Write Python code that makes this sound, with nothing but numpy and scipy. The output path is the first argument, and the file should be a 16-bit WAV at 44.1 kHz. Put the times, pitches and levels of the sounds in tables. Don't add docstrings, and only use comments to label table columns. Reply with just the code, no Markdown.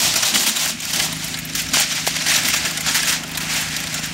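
import sys
import numpy as np
from scipy import signal
from scipy.io import wavfile

SR = 44100
rng = np.random.default_rng(int(sys.argv[2]) if len(sys.argv) > 2 else 0)


def wav_record(signal):
    frames = np.transpose(np.atleast_2d(signal))
    bounded = np.clip(frames, -1, 1)
    quanta = np.round(bounded * 32767).astype(np.int16)
    wavfile.write(sys.argv[1], SR, quanta)


def magnitude_from_level(level_db):
    exponent = np.asarray(level_db, float) / 20
    return 10 ** exponent


N = 182260

# f/Hz, level/dB per Hz
SHEET_TONE = [(210, -38), (350, -13.5), (474, -16.5), (674, -3.5), (1140, -6), (1570, 2.5), (2800, 4),
              (4450, 2.5), (5060, 3.5), (7430, 1.5), (9750, -6.5), (13600, -6.5), (16000, -13)]
# start t/s, hold t/s, crumpling level/dB, fine creases level/dB re crumpling
HAND_STROKES = [(0.0, 0.076, -20, -7.5), (0.159, 0.0096, -13, -12), (.228, 0.061, -17, -12),
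                (0.344, 0.032, -14, -12), (0.398, 0.037, -18.5, -9), (0.467, 0.021, -13.5, -8),
                (.56, .14, -20, -11), (0.821, 0.19, -25, -14.5), (0.935, 0.03, -18.5, -12),
                (0.994, 0.058, -19, -12), (1.234, 0.059, -28.5, -12), (1.49, 0.0082, -32, -18),
                (1.551, 0.049, -20, -14), (1.738, 0.08, -12.5, -17.5), (1.909, 0.076, -22, -23),
                (2.068, 0.017, -17, -11), (2.156, 0.085, -23, -26), (2.266, 0.12, -15, -16),
                (2.45, 0.045, -17.5, -11), (2.535, 0.033, -18, -15), (2.652, 0.011, -17.5, -16),
                (2.865, 0.036, -16, -20), (2.947, 0.018, -18.5, -7), (3.072, .055, -18.5, -10.5),
                (3.405, 0.027, -25.5, -10.5), (3.492, 0.091, -23, -14), (3.564, 0.062, -25.5, -11.5),
                (3.777, .015, -30, -25), (3.931, .05, -25, -25), (4.036, 0.0087, -21.5, -15)]
# t/s, restlessness level/dB, free folds level/dB re crumpling
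SLACK_SHEET = [(0.0, -18, -9.5), (.7, -27.5, -10), (.76, -35, -14), (.9, -28.5, -12), (1.12, -27, -9),
               (1.34, -28, -14), (1.44, -32.5, -34), (1.7, -28, -10), (1.9, -25.5, -14.5),
               (2.2, -27, -11.5), (2.5, -22, -11.5), (2.8, -26.5, -8.5), (3.04, -19.5, -12),
               (3.15, -23.5, -9), (3.22, -33.5, -4.5), (3.5, -28, -8.5), (3.8, -25.5, -11.5),
               (4.13, -32, -10.5)]
# t/s, level/dB re crumpling
BELLY_LEVEL = [
    (0.0, -9.5),
    (1.9, -5.5),
    (2.3, -2.5),
    (4.13, -0.5),
]
# t/s, peak
# level/dB, highs level/dB re peak, favoured f/Hz
BIG_BUCKLES = [(0.138, -1, -20, 5310), (0.167, -2, -13, 5100), (0.23, 2.5, -20, 5140),
               (.3448, 1.5, -19, 3630), (.355, 3, -18, 4340), (.3998, -8.5, -22, 2670),
               (0.469, 1.5, -21, 3500), (0.5658, -1, -19, 3030), (0.6555, -2.5, -16, 2780),
               (0.8015, -11.5, -17, 6350), (.83, -12, -21, 3660), (.8505, -7, -17.5, 5400),
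               (0.908, -9.5, -13, 5450), (0.934, -3.5, -13.5, 4930), (0.9973, 1.5, -21, 2700),
               (1.1248, -6, -17.5, 3570), (1.1638, -12.5, -17, 3050), (1.243, -8, -10.5, 7500),
               (1.282, -11.5, -15, 2400), (1.3408, -7.5, -24, 4470), (1.371, -9.5, -21, 2100),
               (1.3864, -10.5, -11, 7340),
               (1.4504, -15.5, -6.5, 5170), (1.496, -11, -27, 6000), (1.532, -12, -24, 6500),
                (1.551, -3, -11, 5900), (1.6635, -9, -28, 2000), (1.6862, -10, -25, 4840),
                (1.738, 3.5, -24, 1500), (1.762, 2.5, -29, 4500), (1.7982, -0.5, -12, 6350),
                (1.9222, -3, -23, 2780), (2.0582, -11, -17, 7210), (2.0736, -1, -15, 2170),
                (2.163, -2.5, -24, 2460), (2.2208, -3.5, -27, 2120), (2.2663, -1, -22, 3105),
                (2.3145, 4, -28, 2093), (2.361, 2.5, -18, 4970), (2.4326, -3, -21, 3180),
                (2.458, -0.5, -22, 2580), (2.483, -0.5, -16.5, 2090), (2.537, 2.5, -23, 2880),
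                (2.638, -5.5, -30, 3170), (2.654, 0.5, -30, 1960), (2.709, -5.5, -22, 2800),
               (2.7719, -5.5, -17.5, 5810), (2.806, -8.5, -14, 6160), (2.8647, -3, -24, 1500),
                    (2.8835, 1.5, -32, 1598), (2.9405, -18, -26, 2870), (2.999, -1, -28, 2000),
                    (3.029, -3, -20, 3070), (3.054, -6.5, -20, 4000), (3.105, -2, -20, 3000),
                    (3.234, -10.5, -22.5, 1540), (3.2757, -15.5, -21, 5100), (3.291, -15, -21, 2140),
                    (3.3134, -12.5, -16, 5020), (3.351, -7.5, -27, 4140), (3.3728, -5.5, -15, 1570),
                    (3.4158, -23, -22, 5080), (3.488, -16, -22, 2150), (3.686, -8.5, -22, 4800),
                    (3.7636, -5, -17, 4915), (3.8017, -8, -19, 4000), (3.8372, -5.5, -27, 2090),
                    (3.8697, -7, -25, 3183), (3.929, -6.5, -24, 2040), (3.9415, -4.5, -21, 6400),
                    (3.9924, -7.5, -21, 2720), (4.0353, -11.5, -20, 2220)]
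# t/s, peak level/dB
TINY_CREASES = [(0.7667, -32), (1.048, -15), (1.3244, -25), (1.6178, 0), (1.705, -25), (1.7274, -15),
                (1.952, -5), (2.0934, -23), (2.7322, -15), (3.0749, -13), (3.1602, -22), (3.1936, -41),
                (3.4994, -17), (3.5379, -2), (3.5738, -17), (3.6102, -2), (3.9165, -25), (4.0587, -4)]
# t/s, peak level/dB, f/Hz
EDGE_SLAPS = [(2.0752, -2.5, 760), (0.14, -6, 4300), (0.34, -3, 2808), (1.77, -6, 970), (3.3497, -10, 3500),
              (3.992, -19, 720), (1.3, -21, 5500), (1.496, -22, 3500), (1, -10, 5700), (1.8, -13, 3600),
              (2.5, -9, 6800)]
# t/s, level/dB
SHEET_FLAPS = [(.08, -29.5), (.14, -35.5), (.37, -32.5), (.41, -35), (.485, -39), (.97, -42),
               (1.745, -32.5), (2.07, -59), (2.45, -41.5), (2.75, -47), (3.1, -32.5), (3.45, -41)]
# f/Hz, level/dB per Hz
FLAP_TONE = [(60, -14), (120, -7), (270, 4.5), (380, -11), (520, -27.5)]
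# f/Hz, level/dB per Hz
REST_TONE = [(1200, 9), (2500, 18), (5300, -3), (7400, -47), (9800, -53), (15800, -30)]
# t/s, firing f/Hz, drone level/dB
ENGINE_DRONE = [(0.0, 26.52, -37), (.35, 26.5, -41), (.53, 26.5, -57), (.6, 26.44, -39), (.79, 26.5, -40),
                (1.03, 26.6, -35), (1.72, 26.35, -35), (1.86, 26.4, -38), (2.05, 26.5, -35),
                (2.46, 26.3, -35.5), (3.2, 26.7, -34.5), (4.13, 26.4, -34.5)]
# multiple of firing f, level/dB
ENGINE_ORDERS = [(1, -32), (2, -12.5), (3, -24.5), (4, -17.5), (5, -17), (6, 1), (7, -5.5), (8, -16),
                 (9, -5), (10, -4), (11, -16.5), (12, -12)]
# f/Hz, level/dB per Hz
EXHAUST_TONE = [(22, -22), (35, -37), (50, -1.5), (120, 1), (300, -4.5), (450, -18), (750, -5.5),
                (1100, -23.5), (1500, -12)]


def rms_one(x):
    return x / np.sqrt(np.mean(x ** 2) + 1e-20)


def in_time(rows):
    s, *columns = np.transpose(rows)
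    return [np.interp(np.arange(N) / SR, s, column) for column in columns]


def at_hz(points, hz):
    point_hz, db = np.transpose(points)
    return np.interp(np.log(hz), np.log(point_hz), db)


def drift(rate):
    r = np.exp(-80 * np.pi * rate / SR)
    slow = signal.lfilter([1], [1, -2 * r, r * r], rng.standard_normal(N // 40 + 2002))[2000:]
    return np.interp(np.arange(N) / 40, np.arange(len(slow)), rms_one(slow))


def band(x, low, high):
    return signal.sosfilt(signal.butter(2, [low, high], "band", fs=SR, output="sos"), x)


def dying(energy, t60):
    return signal.lfilter([1], [1, -magnitude_from_level(-120 / (t60 * SR))], energy + 1e-18)


def rumble(spectrum, patchy_db):
    edges = np.geomspace(20, 1500, 14)
    white = rng.standard_normal((2, N + SR))
    out = 0
    for k, (low, high) in enumerate(zip(edges, edges[1:])):
        level = magnitude_from_level(at_hz(spectrum, np.sqrt(low * high)) + patchy_db * drift(8.3))
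        out = out + level * band(white[k % 2], low, high)[SR:]
    return rms_one(out)


def swells(start, hold, db, rise, sag, fall):
    t = np.arange(N) / SR - start[:, None]
    held = np.clip(t, 0, hold[:, None])
    released = np.maximum(t, 0) - held
    return magnitude_from_level(2 * (db[:, None] + rise * np.minimum(t, 0) - sag * held - fall * released))


def handling():
    start, hold, db, fine_db = np.transpose(HAND_STROKES)
    slack_db, folds_db = in_time(SLACK_SHEET)
    rise, sag = 2200, 3
    total = swells(start, hold, db, rise, sag, fall=321).sum(axis=0) + magnitude_from_level(2 * slack_db)
    fine = swells(start, hold, db + fine_db, rise, sag, fall=511).sum(axis=0)
    fine = fine + magnitude_from_level(2 * (slack_db - 17.5))
    return 10 * np.log10(total), folds_db, 10 * np.log10(fine / total), in_time(BELLY_LEVEL)[0]


def sheet_edges():
    return np.geomspace(330, 16500, 21)


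def lows_and_highs(hz):
    return at_hz([(1000, 1), (1700, 0.0095)], hz), at_hz([(6000, 0.031), (11500, 0.78)], hz)


def ring_factor(hz):
    return (4000 / hz) ** 0.24


def sheet_weight(low, high):
    return magnitude_from_level(at_hz(SHEET_TONE, np.sqrt(low * high)) - 36.5) * np.sqrt(high - low)


def foil():
    white = rng.standard_normal((2, N))
    return crumpling(white) + buckles(white[::-1])


def crumpling(white, creases_per_s=1800, spread_db=4.0, own_db=4.0, t60=0.1, click_db=-1.0, wash_db=7.0):
    crumple_db, folds_db, fine_db, belly_db = handling()
    at = np.flatnonzero(rng.random(N) < creases_per_s * magnitude_from_level(1.6 * drift(25)) / SR)
    size_db = spread_db * np.minimum(rng.exponential(1, len(at)), 4.2)
    sign = rng.choice([-1, 1], len(at))
    edges, out = sheet_edges(), np.zeros(N)
    for k, (low, high) in enumerate(zip(edges, edges[1:])):
        hz = np.sqrt(low * high)
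        clicks = np.zeros(N)
        clicks[at] = sign * magnitude_from_level(size_db + own_db * rng.standard_normal(len(at)))
        shimmer = dying(clicks ** 2, t60 * ring_factor(hz))
        shimmer = shimmer / shimmer.mean() + magnitude_from_level(2 * wash_db + 2.4 * drift(48))
        noise = rms_one(band(white[k % 2], low, high))
        bed = rms_one(noise * np.sqrt(shimmer) + magnitude_from_level(click_db) * rms_one(band(clicks, low, high)))
        lows, highs = lows_and_highs(hz)
        belly = at_hz([(1000, 0.031), (1700, 1), (2400, 0.55), (3300, 0.035)], hz)
        level_db = crumple_db - 3.5 + lows * (folds_db + 13.5)
        level_db += highs * (fine_db + 11.5) + belly * (belly_db + 4.5)
        out += sheet_weight(low, high) * magnitude_from_level(level_db) * bed
    return out


def buckles(white, t60=0.093, rise_s=0.0008, crack_db=4.0, crack_t60=0.011):
    s, peak_db, high_db, favoured_hz = np.array(BIG_BUCKLES).T
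    at = (s * SR).astype(int)
    folds_db = in_time(SLACK_SHEET)[1]
    low_db = -20 + 0.74 * (folds_db[at] + 13)
    edges, out, ramp = sheet_edges(), np.zeros(N), np.arange(SR // 8) / SR
    own = rng.standard_normal((len(s), len(edges)))
    crack = 1 + magnitude_from_level(2 * crack_db - 120 * ramp / crack_t60)
    crack *= (1 - np.exp(-ramp / rise_s)) ** 2
    for k, (low, high) in enumerate(zip(edges, edges[1:])):
        hz = np.sqrt(low * high)
        lows, highs = lows_and_highs(hz)
        band_db = peak_db - 16.0 + lows * (low_db + 21) + highs * (high_db + 22.0) + 2.03 * own[:, k]
        band_db += 3.25 * np.exp(-(np.log2(hz / favoured_hz) / 0.28) ** 2)
        power = np.zeros(N + len(ramp))
        for start, level_db in zip(at, band_db):
            power[start:start + len(ramp)] += crack * magnitude_from_level(2 * level_db - 120 * ramp / (t60 * ring_factor(hz)))
        ringing = band(white[k % 2] * np.sqrt(power[:N]), low, high)
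        out += sheet_weight(low, high) * ringing * np.sqrt(SR / 2 / (high - low))
    return out


def snaps(per_s=220, over_db=15.0, spread_db=2.0, low_hz=1500, top_hz=9000):
    crumple_db, _, fine_db, _ = handling()
    sizes = magnitude_from_level(spread_db * np.minimum(rng.exponential(1, N), 3.0)) * rng.choice([-1, 1], N)
    level = magnitude_from_level(crumple_db + over_db + 0.46 * (fine_db + 13.5))
    flips = sizes * (rng.random(N) < per_s / SR) * level
    return band(flips + 1e-18, low_hz, top_hz)


def ticks(low_hz=6000, top_hz=17000, t60=0.046):
    s, peak_db = np.transpose(TINY_CREASES)
    clicks = np.zeros(N)
    clicks[(s * SR).astype(int)] = magnitude_from_level(peak_db - 20.0)
    hiss = rng.standard_normal(N) * np.sqrt(dying(clicks ** 2, t60))
    return band(magnitude_from_level(-1.0) * clicks + hiss, low_hz, top_hz)


def slaps():
    out = np.zeros(N)
    t = np.arange(SR // 100) / SR
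    for s, peak_db, hz in EDGE_SLAPS:
        push = np.sin(2 * np.pi * hz * t + 0.26) * np.exp(-hz * t * 1.2)
        out[int(s * SR):][:len(t)] -= magnitude_from_level(peak_db) * push
    return band(out, 200, 15000)


def flapping(stir_db=-47):
    s, db = np.transpose(SHEET_FLAPS)
    power = swells(s, 0 * s, db, rise=250, sag=0, fall=141).sum(axis=0) + magnitude_from_level(2 * stir_db)
    return magnitude_from_level(4.0) * np.sqrt(power) * rumble(FLAP_TONE, patchy_db=6.5)


def whisper():
    edges = np.geomspace(1200, 16500, 7)
    white, out = rng.standard_normal((2, N)), 0
    for k, (low, high) in enumerate(zip(edges, edges[1:])):
        level = magnitude_from_level(at_hz(REST_TONE, np.sqrt(low * high)) + 0.5 * drift(23))
        out = out + level * band(white[k % 2], low, high)
    return magnitude_from_level(-36.5) * rms_one(out)


def engine(rough_db=0.6):
    firing_hz, drone_db = in_time(ENGINE_DRONE)
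    turn = 2 * np.pi * np.cumsum(firing_hz) / SR
    lines = 0
    for k, db in ENGINE_ORDERS:
        lines = lines + magnitude_from_level(db + rough_db * drift(3.8)) * np.sin(k * turn + 0.19 * drift(1.3))
    return magnitude_from_level(drone_db) * rms_one(lines)


def exhaust():
    drone_db = in_time(ENGINE_DRONE)[1]
    return magnitude_from_level(-40.5 + 1.1 * (drone_db + 36.5)) * rumble(EXHAUST_TONE, patchy_db=2.0)


def scene():
    sheet = foil() + snaps() + ticks() + slaps() + flapping()
    background = whisper() + engine() + exhaust()
    return np.tile(sheet + background, (2, 1))


def roll_off(x):
    return signal.sosfilt(signal.butter(12, 16870, fs=SR, output="sos"), x)


def record(dry):
    rounded = 1.272 * np.tanh(dry / 1.311)
    top_cut = signal.ellip(14, 0.5, 36, 15750, fs=SR, output="sos")
    return roll_off(signal.sosfilt(top_cut, rounded))


dry = scene()
out = record(dry)
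wav_record(out)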